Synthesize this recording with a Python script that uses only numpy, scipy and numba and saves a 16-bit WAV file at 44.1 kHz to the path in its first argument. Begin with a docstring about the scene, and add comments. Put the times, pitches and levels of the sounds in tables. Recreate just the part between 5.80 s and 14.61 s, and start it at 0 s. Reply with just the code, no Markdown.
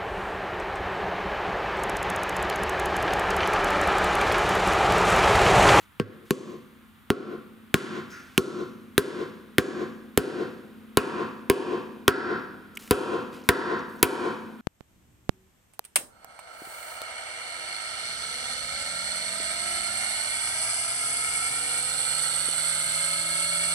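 """Hammering a bearing into a tub

A steel hammer taps a bearing into the hub of a plastic washer tub, close to a phone in a workshop. Each blow is
clicks and rattle, fading tones of the tub, a long drum hum and room echo. Gain control ducks at the blow and creeps
back, holding the echo up for a moment. Fingers tick and slide, something scuffs farther off with a trailing hiss,
the tail of something earlier fades at the start, and under it all lie a low hum, filtered room noise and
microphone hiss."""
import sys
import numpy as np
from scipy import signal
from scipy.fft import rfft, irfft
from scipy.io import wavfile
from scipy.ndimage import uniform_filter1d
from numba import njit

SR = 44100
rng = np.random.default_rng(int(sys.argv[2]) if len(sys.argv) > 2 else 0)


def waveform_to_disk(signal):
    """Save audio, clipped to [-1, 1], as 16-bit WAV at the path in sys.argv[1]."""
    frames = np.transpose(np.atleast_2d(signal))
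    scaled = np.clip(frames, -1, 1) * 32767
    samples = np.round(scaled).astype(np.int16)
    wavfile.write(sys.argv[1], SR, samples)


N = 388521  # length in samples

# Half a step to the left port and half a step back to the right one.
PORTS = np.array(np.array([[.5], [-.5]]))

# The hammer blows. Each row: start in seconds, strength in dB, then levels in dB against the strength of: the crack,
# the tub's thud, its boom, its rim, its ribs, three hub rings from low to high, three bearing rings from low to high,
# the crack sent to the walls; then treble tilt in dB per octave, delay of the second click in milliseconds,
# second click in dB against the first, chatter in dB.
BLOWS = [(0.1986, -11.5, -0.5, -3, 13, 8.5, -16, -3.5, -1.5, 5.5, -6, -6, -20, 4, -10.5, 0.51, 1.5, -15.5),
         (0.5073, -0.5, -13, -9, 7.5, 1, -24, -3.5, -23, -20, -8, -4, 11, -1, -0.5, 0.92, 11, -1.5),
         (1.3032, 3.5, 0.5, -2, 4.5, -2.5, -1.5, -7, -2.5, -26, -11, -9, -12, -3, -6, 0.93, -19, -16),
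         (1.9421, 3.5, 2.5, -1, 10.5, -6, -4, -2, 2, 5.5, -4, 1.5, 8, 7, -3, 0.86, -31, -8),
         (2.5782, 6, -8.5, 0, 5, -1, -7, -6.5, -2, -20, -8, 0, 6, -3.5, 0, 0.8, -7, 1.5),
         (3.1795, 7.5, 3, -4, 2, 1, -22, -6, -6, 1, -10, -1.5, -11, -0.5, -1, 0.94, 3, -9),
         (3.7832, 8.5, -1.5, -4, 1.5, -2, -1, -5.5, -9, 3, -6, -2.5, 4, -3.5, -2, 0.76, -1, -5),
         (4.3752, 10.5, -4, -2, 1, 1.5, 1, -8, -6.5, 1.5, -2.5, -3, -17, -5, 0, 0.66, -1, -6.5),
         (5.1719, 9, 0, 1, 4.5, 0.5, 4, 2.5, -0.5, 6, 3, -2, -6, -0.5, -1.5, 0.67, 0, -9.5),
         (5.699, 11, -3.5, -4, -2, 1.5, 3, -1.6, -9, 0.5, 2, -4.5, -18, -4.5, -0.5, 0.685, 1, -16),
         (6.2798, 11, 2, 1.5, 0.2, -3, 4.5, -1.5, 5.5, 10.5, 0, 2, -14, -5, -2.5, 1.03, -9, -2),
         (7.1096, 11, -9.5, -1, 0.5, 4.5, 4, 0, 0, 2.5, 3.5, -2.5, -15.5, -5, 2.5, 0.78, -1.5, -9),
         (7.6894, 11, 2, 0.5, 1, 2.5, 6, 3.5, 3.5, 11.5, 1, 4, -12, -2.5, -1, 1.1, -9, 0),
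         (8.2283, 11.5, -3, -2.5, -1.5, 2.5, 4.5, 1, -1, 5.5, 3.5, 0, -24, -6.5, 4, 1.27, -2, -4.5)]
# The first tap also rocks the tub on its bench. One row: pitch in Hz, level in dB, time to fall 60 dB in seconds.
BENCH = (104, -22, 0.24)
BENCH_S = 0.205


def hammer(crack_db=0.5, echo_db=-3.5, echo_db_per_db=0.3364):
    """Every blow heard close by, as the walls get it, and as drum hum: impacts set many parts ringing."""
    near, far = np.zeros((2, N)), np.zeros(N)
    for (s, strength_db, bite_db, thud_db, boom_db, *rings_db,
         walls_db, tilt_db, part_ms, part_db, chatter_db) in BLOWS:
        modes, scatter_db = tub(s, thud_db, boom_db, rings_db)
        add(near, undb(strength_db) * flutter(modes).sum(axis=1), s)
        click = crack(tilt_db, part_ms, part_db, chatter_db)
        add(near, undb(strength_db + bite_db + crack_db) * click, s)
        # harder blows fill the room more than in proportion
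        far_db = (1 + echo_db_per_db) * strength_db + echo_db
        add(far, undb(far_db) * blow_at_walls(modes[0], scatter_db, walls_db, tilt_db), s)
    t = np.arange(2 * SR) / SR
    add(near, np.minimum(t / .01, 1) * ring(*BENCH, t), BENCH_S)
    return near, far, drum_hum()


# Ringing of tub, hub and bearing. Each row: pitch in Hz, relative level in dB, time to fall 60 dB in seconds.
MODES_OF_TUB = [(70, -9, 0.075), (106, -9, 0.072), (153.7, -7.5, 0.059), (218.6, -5.5, 0.055),
                (265.7, -15.5, 0.2), (307, -2.5, 0.043), (366, -1.5, 0.053), (405.4, -1, 0.091),
                (480.2, -6, 0.091), (733, -19, 0.12), (1000, -5, 0.065), (1097, -7.5, 0.087),
                (1408, -4, 0.069), (1583, -12.5, 0.088), (1870, -13, 0.041), (2075, -24, 0.032),
                (2500, -11.5, 0.071), (3080, -16.5, 0.08), (3720, -12, 0.032), (4390, -16.5, 0.065),
                (5140, -18.5, 0.057), (6230, -23.5, 0.042), (6980, -26, 0.02), (7590, -21.5, 0.035)]
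MODE_HZ, MODE_DB, MODE_T60 = np.array(MODES_OF_TUB)[:, :3].T[:, :, None]
# top Hz of each part but the last: thud, boom, body, rim, ribs, three of the hub, two of the bearing
PART_OF_MODE = np.searchsorted([130, 240, 440, 600, 850, 1250, 1500, 2100, 3400, 5800], MODE_HZ[:, 0])
# How far the left port leads the right. Each row: frequency in Hz, lead in radians.
PORT_PHASE = [(40, 1.5), (90, 1), (160, 0.3), (260, 0.67), (600, -0.37), (1210, -0.63), (2330, -0.5),
              (4130, 0.89), (8000, -0.11), (15000, 0.5)]
LOW_RING = 10  # index of the hub's low ring, counted from 0
SEATED_PITCH, LOOSE_PITCH, SEAT_S = 0.97, 0.131, 3.3  # final pitch factor, extra at first, sinking time (s)
GATHER_S, GATHER_SPREAD = .0038, 0.68  # modes swing together this long after contact (s), give or take (radians)


def tub(s, thud_db, boom_db, rings_db, push_s=0.0017, scatter_db=2.0, detune=0.0186, tub_db=-1.0, body_db=2):
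    """Decaying tones of the parts; each blow lands elsewhere and stirs them in a slightly new mix."""
    t = np.arange(SR // 5) / SR
    level_mix, pitch_mix, phase_mix = rng.standard_normal((3, len(MODE_HZ), 1))
    part_db = np.array([thud_db, boom_db, body_db, *rings_db])[PART_OF_MODE, None]
    scatter_db = scatter_db * level_mix
    level_db = tub_db + MODE_DB + part_db + scatter_db
    # the hub's low ring starts sharp and sinks as the bearing seats
    sinking = SEATED_PITCH + LOOSE_PITCH * np.exp(-(s / SEAT_S) ** 2)
    seat = np.where(np.arange(len(MODE_HZ))[:, None] == LOW_RING, sinking, 1)
    lead = PORTS[:, :, None] * along(PORT_PHASE, MODE_HZ)
    phase = lead + np.pi / 2 - 2 * np.pi * MODE_HZ * GATHER_S + GATHER_SPREAD * phase_mix
    swell = np.minimum(t / push_s, 1)  # the tub starts to move while the head still pushes
    modes = swell * ring(MODE_HZ * seat * (1 + detune * pitch_mix), level_db, MODE_T60, t, phase)
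    return modes, scatter_db


def flutter(modes, above_hz=1300, share=.95, span_s=.0013):
    """The unseated bearing makes the upper modes flutter: smoothed noise scales their level."""
    span = int(span_s * SR)
    wobble = np.sqrt(span) * uniform_filter1d(rng.standard_normal(modes.shape[1:]), span)
    loose = share / (1 + (above_hz / MODE_HZ) ** 4)
    return modes * (np.sqrt(1 - loose ** 2) + loose * wobble)


# Colour of the close crack. Each row: frequency in Hz, relative level in dB.
CRACK = [(600, -2.5), (1500, 6), (3000, 2), (5500, -7), (8000, -7.5), (11000, -3.5), (15000, -11.5),
         (17000, -17.5)]


def crack(tilt_db, part_ms, part_db, chatter_db, first_db=15, tail_db=-15, tail_tilt_db=5.0, spiky=2.87,
          unlike=0.23, pan_db=1.0, after_s=0.00055, edge_db=2.5):
    """Steel clicks on steel as the head lands and leaves again, chatter around, then a thinner rattle dies away."""
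    t = np.arange(SR // 12) / SR
    chatter_s, tail_t60 = part_ms / 1000 + after_s, .06
    hz = np.fft.rfftfreq(SR // 50, 1 / SR)
    gain = undb(along(CRACK, hz)) * tilt(hz, tilt_db)
    shared, side = rng.standard_normal((2, len(t)))
    chance = shared + unlike * side * 2 * PORTS
    # a power above 1 leaves a few strong spikes
    spikes = np.sign(chance) * np.abs(chance) ** spiky
    chatter = spikes * undb(chatter_db + pan_db * PORTS) * (t < chatter_s)
    second = np.maximum(1 - np.abs(t - part_ms / 1000) * SR, 0)
    clicks = undb(first_db + pan_db * PORTS) * ((t == 0) - undb(part_db) * second)
    rattle = chance * undb(tail_db - 60 * t / tail_t60)
    return (signal.fftconvolve(chatter, [causal(gain)], axes=1)
            + signal.fftconvolve(clicks, [causal(gain * tilt(hz, edge_db))], axes=1)
            + signal.fftconvolve(rattle, [causal(gain * tilt(hz, tail_tilt_db))], axes=1))


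# Colour of the crack as the walls get it. Each row: frequency in Hz, relative level in dB.
WALL_CRACK = [(400, -2), (750, -5), (1100, -0.5), (1600, 3), (2300, 3), (3400, 2), (5500, -7.5),
              (8000, -8.5), (11000, -4), (15000, -10.5), (17000, -25)]
WALL_TILT_SHARE, WALL_TILT_DB = 0.92, 1.5  # share of the blow's tilt, extra brightness (dB per octave)


def blow_at_walls(modes, scatter_db, walls_db, tilt_db, far_crack_db=20.0, blur=0.075, even=0.61):
    """Over all directions neighbouring modes add as power, without the gaps of any one direction."""
    hz = np.fft.rfftfreq(modes.shape[-1], 1 / SR)
    evened = modes * undb(-even * scatter_db)
    body_power = smear((np.abs(rfft(evened)) ** 2).sum(axis=0), blur)
    click = undb(along(WALL_CRACK, hz)) * tilt(hz, WALL_TILT_SHARE * tilt_db + WALL_TILT_DB)
    click_power = (undb(walls_db + far_crack_db) * click) ** 2
    return causal(np.sqrt(body_power + click_power))


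def smear(power, share):
    """Mean over a band of plus and minus this share around each frequency."""
    total, k = np.cumsum(power), np.arange(len(power))
    low, high = k * (1 - share), k * (1 + share) + 1
    return (np.interp(high, k, total) - np.interp(low, k, total)) / (high - low)


# Long hum of the steel drum inside. Each row: pitch in Hz, level in dB against the blow's strength,
# time to fall 60 dB in seconds.
DRUM = [(213, -69, 3.2), (204.7, -56.5, 4.1), (221.3, -50.5, 4.2), (222.4, -55, 3.9), (253, -50.5, 3.2),
        (168, -53.5, 1.85)]


def drum_hum():
    """Each blow starts the drum's slow tones again, each pushed up or down at random."""
    drum, t = np.zeros((2, N)), np.arange(2 * SR) / SR
    hums = np.array([ring(*mode, t) for mode in DRUM]) * np.minimum(t / 0.021, 1)
    for s, strength_db, *_ in BLOWS:
        signs = np.sign(rng.standard_normal(len(DRUM)))
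        add(drum, undb(strength_db) * signs @ hums, s)
    return drum


# Small ticks at the grip. Each row: start in seconds, level in dB, centre in Hz, treble in dB against the centre.
TICKS = [(6.9522, -43, 7600, -7), (6.9575, -40.5, 7800, -10), (6.9714, -18.5, 2620, -15.5),
         (7.0754, -32, 2500, -13), (7.618, -47, 5000, -14), (7.628, -41, 2800, -30),
         (7.638, -46, 6000, -21), (7.992, -42, 6020, -25), (8.123, -55, 4230, -4), (8.158, -55, 4500, -8),
         (8.191, -47, 5900, -20), (8.2, -52, 5900, -25)]
# Corners of a tick's colour. Each value: a multiple of its centre frequency.
TICK_STEPS = np.array(np.array([.3, .65, 1, 1.15, 1.45]))


def finger_ticks():
    """Very short coloured noise bursts, as fingers tick at the grip."""
    out, t = np.zeros(N), np.arange(SR // 40) / SR
    for s, db, hz, treble_db in TICKS:
        burst = rng.standard_normal(len(t)) * undb(db - 60 * np.maximum(t - 0.003, 0) / 0.014)
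        burst = np.roll(burst, SR // 500)  # 2 ms of room for the filter's early ringing
        peak = zip(hz * TICK_STEPS, [-22, -7, 0, -3, treble_db - 4.0])
        add(out, colour(burst, [*peak, (14000, treble_db), (16500, treble_db - 26)]), s - 1 / 500)
    return out


# Finger slides and other soft hisses: the tail of something earlier at the start, the scuff's trailing hiss
# at 2.288. Each row: start in seconds, attack in seconds, length after it in seconds, level in dB,
# treble tilt in dB per octave.
SOFT_HISSES = [(-.06, 0.018, 0.077, -48.5, -1.5), (0.45, 0.006, 0.07, -53, -1),
               (2.288, 0.011, 0.43, -46, -5), (6.987, 0.006, 0.11, -42.5, 0),
               (7.514, 0.018, 0.067, -39, -5.5), (7.629, 0.018, 0.074, -50, -1),
               (8.07, 0.018, 0.26, -61, 3)]
# Colour of these hisses. Each row: frequency in Hz, relative level in dB.
SOFT_COLOUR = [(800, -4.5), (3000, -2), (5500, -5.5), (8000, -5.5), (9000, -6), (10200, -5), (11300, -10),
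               (12600, -2), (14000, -14.5), (15300, -4), (16300, -32)]


def slides_and_soft_hisses(uneven_db=1.5, uneven_s=0.0045, release_s=0.064):
    """Coloured noise swells and fades at an uneven level: rubbing fingers, and hiss trailing other sounds."""
    out, hz = np.zeros(N), np.fft.rfftfreq(N, 1 / SR)
    noise, span = rfft(colour(rng.standard_normal(N), SOFT_COLOUR)), int(uneven_s * SR)
    uneven = undb(uneven_db * np.sqrt(span) * uniform_filter1d(rng.standard_normal(N), span))
    for s, attack, length, db, tilt_db in SOFT_HISSES:
        corners = s + np.cumsum([0, attack, length, release_s])
        # squaring turns the -3 dB into a fade of 6 dB over the length
        swell = np.interp(np.arange(N) / SR, corners, [0, 1, undb(-3), 0]) ** 2
        out += undb(db) * swell * uneven * irfft(noise * tilt(hz, tilt_db), N)
    return out


# Scuff sent through the room. Each row: frequency in Hz, relative level in dB.
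SCUFF = [(900, -19), (1400, 12), (1800, 11), (2200, 6), (2550, 6), (3000, -9), (4200, -7), (5300, -1),
         (6500, -6), (7400, -18), (12000, -20)]
# Scuff heard straight. Each row: frequency in Hz, relative level in dB.
SCUFF_DIRECT = [(1200, -40), (2400, -23), (3200, -32), (4300, -30), (5200, -11), (6000, -21), (6700, -20),
                (7500, -32), (12000, -36)]


def scuff(start_s=2.302, level_db=-25.5, length_s=0.045):
    """Something scrapes briefly farther off: a noise burst, as the room gets it and as heard straight."""
    out, burst = np.zeros((2, N)), rng.standard_normal(SR // 10)
    # past the last corner the level stays at 0.24 until the burst ends
    burst *= np.interp(np.arange(len(burst)) / SR / length_s, [0, .12, .8, 1], [0, 1.0, 0.45, 0.24])
    add(out, undb(level_db) * np.array([colour(burst, SCUFF), colour(burst, SCUFF_DIRECT)]), start_s)
    return out


# The workshop's echo. 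Each row: frequency in Hz, relative level in dB, time to fall 60 dB in seconds,
# share unlike at left and right from 0 to 1.
ROOM = [(60.4, -27, 0.96, 0.41), (128.6, -8, 0.88, 0.3), (200, -2.5, 0.72, 0.16), (301, 3, 0.82, 0.22),
        (402, -0.5, 0.59, 0.32), (505, 3.5, 0.62, 0.38), (677, 4, 0.7, 0.25), (800, 3.5, 0.74, 0.3),
        (970, 4, 0.69, 0.3), (1370, 4.5, 0.71, 0.44), (2140, -1, 0.63, 0.73), (4230, 2.5, 0.55, 0.17),
        (7000, 6, 0.44, 0), (10250, 1.5, 0.31, 0.1), (12050, 0, 0.29, 0.28), (15000, -16, 0.19, 0.92)]
# Low boom of the shop. Each row: pitch in Hz, relative level in dB, time to fall 60 dB in seconds.
SHOP_MODES = [(222, -7, 0.62), (269, -6.5, 0.67), (315.6, 4.1, 0.44), (362, 3.8, 0.56), (399, -1.5, 0.55),
              (502, -7, 0.67)]
# A far wall slaps back. Each row: frequency in Hz, level in dB against the echo at that moment.
SLAP = [(150, -21), (350, -2.5), (1300, -14.5), (4000, -8), (9000, -23)]
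SLAP_S, SLAP_WIDTH_S = 0.2427, 0.024  # delay and spread in seconds
ROOM_DB, LATE_DB, LATE_STRETCH = -13.5, -41, 7.1  # echo level, far part against it, its longer decay (times)


def room(x, first_s=0.0056, boom_db=-22):
    """Noise bands die at their own rates; low modes boom, a wall slaps back, a weak far part rings longer."""
    t = np.arange(2 * SR) / SR
    hz = np.fft.rfftfreq(len(t), 1 / SR)
    noise, echo = rfft(rng.standard_normal((2, len(t)))), 0
    slap = np.exp(-((t - SLAP_S) / SLAP_WIDTH_S) ** 2)
    for mid_hz in 40 * 2 ** np.arange(0, 9, 1 / 3):  # third-octave steps
        band = np.cos(np.pi / 2 * np.clip(3 * np.log2((hz + 1) / mid_hz), -1, 1)) ** 2
        t60, unlike = along(ROOM, mid_hz, axis=2), np.clip(along(ROOM, mid_hz, axis=3), 0, 1)
        mid, side = irfft(noise * band)
        fade = undb(-60 * t / t60) + undb(LATE_DB - 60 * t / (LATE_STRETCH * t60))
        fade = fade * (1 + undb(along(SLAP, mid_hz)) * slap)
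        echo = echo + undb(along(ROOM, mid_hz)) * fade * np.array([mid + unlike * side, mid - unlike * side])
    for mode_hz, db, t60 in SHOP_MODES:
        boom = ring(mode_hz, db + boom_db, t60, t, rng.uniform(0, 2 * np.pi))
        echo = echo + boom * (1 + undb(along(SLAP, mode_hz)) * slap)
    arrival = np.clip(t / first_s - 1, 0, 1)  # silent until the first echo, full at twice that delay
    echo = echo * arrival * undb(ROOM_DB) / np.sqrt(SR / 20)
    return signal.fftconvolve(x[None], echo, axes=1)[:, :N]


# Colour of the steady shop noise. Each row: frequency in Hz, relative level in dB per Hz.
AIR = [(18, -67), (30, -5), (68, -2), (102, 5), (126, -4), (214, -1), (585, -18.5), (1230, -6),
       (2520, -13.5), (3550, -15.5), (5580, -32.5), (10500, -24.5), (15300, -23.5), (16300, -47)]


def air(air_db=-58, unlike=0.52, hum_hz=92.5, hum_db=-69.5):
    """Steady shop noise, partly different at left and right, and one low hum tone."""
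    mid, side = colour(rng.standard_normal((2, N)), AIR)
    hum = undb(hum_db) * np.sin(2 * np.pi * hum_hz * np.arange(N) / SR)
    return undb(air_db) / mid.std() * np.array([mid + unlike * side, mid - unlike * side]) + hum


def scene():
    """Blows, ticks and soft hisses close by, then drum hum, scuff, the room's answer and its air."""
    near, far, drum = hammer()
    scrape, direct = scuff()
    lasting = drum + direct + room(far + scrape) + air()
    return near + finger_ticks() + slides_and_soft_hisses() + shift(lasting)


def shift(x):
    """The phase lead between the two ports, for lasting sounds."""
    lead = PORTS * along(PORT_PHASE, np.fft.rfftfreq(N, 1 / SR))
    return irfft(rfft(x) * np.exp(1j * lead), N)


def undb(db):
    """Turn dB into a plain factor."""
    return 10 ** (np.asarray(db) / 20)


def along(table, hz, axis=1):
    """A table column read on a log-frequency axis."""
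    table = np.array(table, float)
    return np.interp(np.log(hz + 1), np.log(table[:, 0] + 1), table[:, axis])


def colour(x, table):
    """Shape the last axis by (Hz, dB) points."""
    hz = np.fft.rfftfreq(x.shape[-1], 1 / SR)
    return irfft(rfft(x) * undb(along(table, hz)), x.shape[-1])


def tilt(hz, db_per_octave, from_hz=2500):
    """Gain that leans the treble."""
    return undb(db_per_octave * np.log2(np.maximum(hz / from_hz, 1)))


def causal(gain):
    """The shortest response with this gain that starts at zero (folded cepstrum)."""
    c = irfft(np.log(gain + 1e-9))
    fold = np.concatenate([c[:1], 2 * c[1:len(c) // 2], np.zeros(len(c) - len(c) // 2)])
    return irfft(np.exp(rfft(fold)))


def ring(hz, db, t60, t, phase=0):
    """One decaying mode: a sine that falls 60 dB in t60 seconds."""
    return undb(db - 60 * t / t60) * np.sin(2 * np.pi * hz * t + phase)


def add(track, sound, s):
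    """Mix a sound in at s seconds."""
    i = int(s * SR)
    track[..., i:i + sound.shape[-1]] += sound[..., :N - i]


@njit
def duck(over_db, attack, release_db, quicken_db):
    """Gain cut in dB: follows peaks fast, then lets go at a rate that grows while no new peak comes."""
    cut, c, step = np.empty(len(over_db)), 0., 0.
    for i in range(len(over_db)):
        if over_db[i] > c:
            c, step = c + attack * (over_db[i] - c), release_db
        else:
            c, step = max(c - step, 0.), step + quicken_db
        cut[i] = c
    return cut


# Balance of the two ports. Each row: frequency in Hz, left minus right in dB.
PORT_DB = [(60, 4), (110, -4.5), (200, 0), (380, 1.5), (700, 1.5), (1290, 0.0), (2380, -1), (4400, 1),
           (8120, -0.5), (15000, 2)]
TOP_HZ, HISS_DB = 16900, -73.5  # highest frequency kept, hiss level before its colour


def record(dry, knee_db=-19.0, slope=0.69, attack_s=0.00089, release_db_per_s=73.0, quicken_db_per_s2=200.0,
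           ahead_s=0.0016, ceiling=1.02):
    """Two ports with their own level, gain control that looks slightly ahead, soft ceiling, thin hiss, cut top."""
    half = undb(along(PORT_DB, np.fft.rfftfreq(SR // 10, 1 / SR)) / 2)
    ports = signal.fftconvolve(dry, [causal(half), causal(1 / half)], axes=1)[:, :N]
    peak_db = 20 * np.log10(np.abs(ports).max(axis=0) + 1 / SR)
    over_db = slope * (peak_db - knee_db)
    cut_db = duck(over_db, 1 / (attack_s * SR + 1), release_db_per_s / SR, quicken_db_per_s2 / SR ** 2)
    ducked = ports * undb(-np.roll(cut_db, -int(ahead_s * SR)))
    held = ceiling * np.tanh(ducked / ceiling)
    # the hiss comes after the gain control, so it stays steady
    held = held + undb(HISS_DB) * colour(rng.standard_normal(N), [(15300, -1), (16300, -30.5)])
    return signal.sosfilt(signal.ellip(10, .2, 95, TOP_HZ, fs=SR, output="sos"), held)


dry = scene()
out = record(dry)
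waveform_to_disk(out)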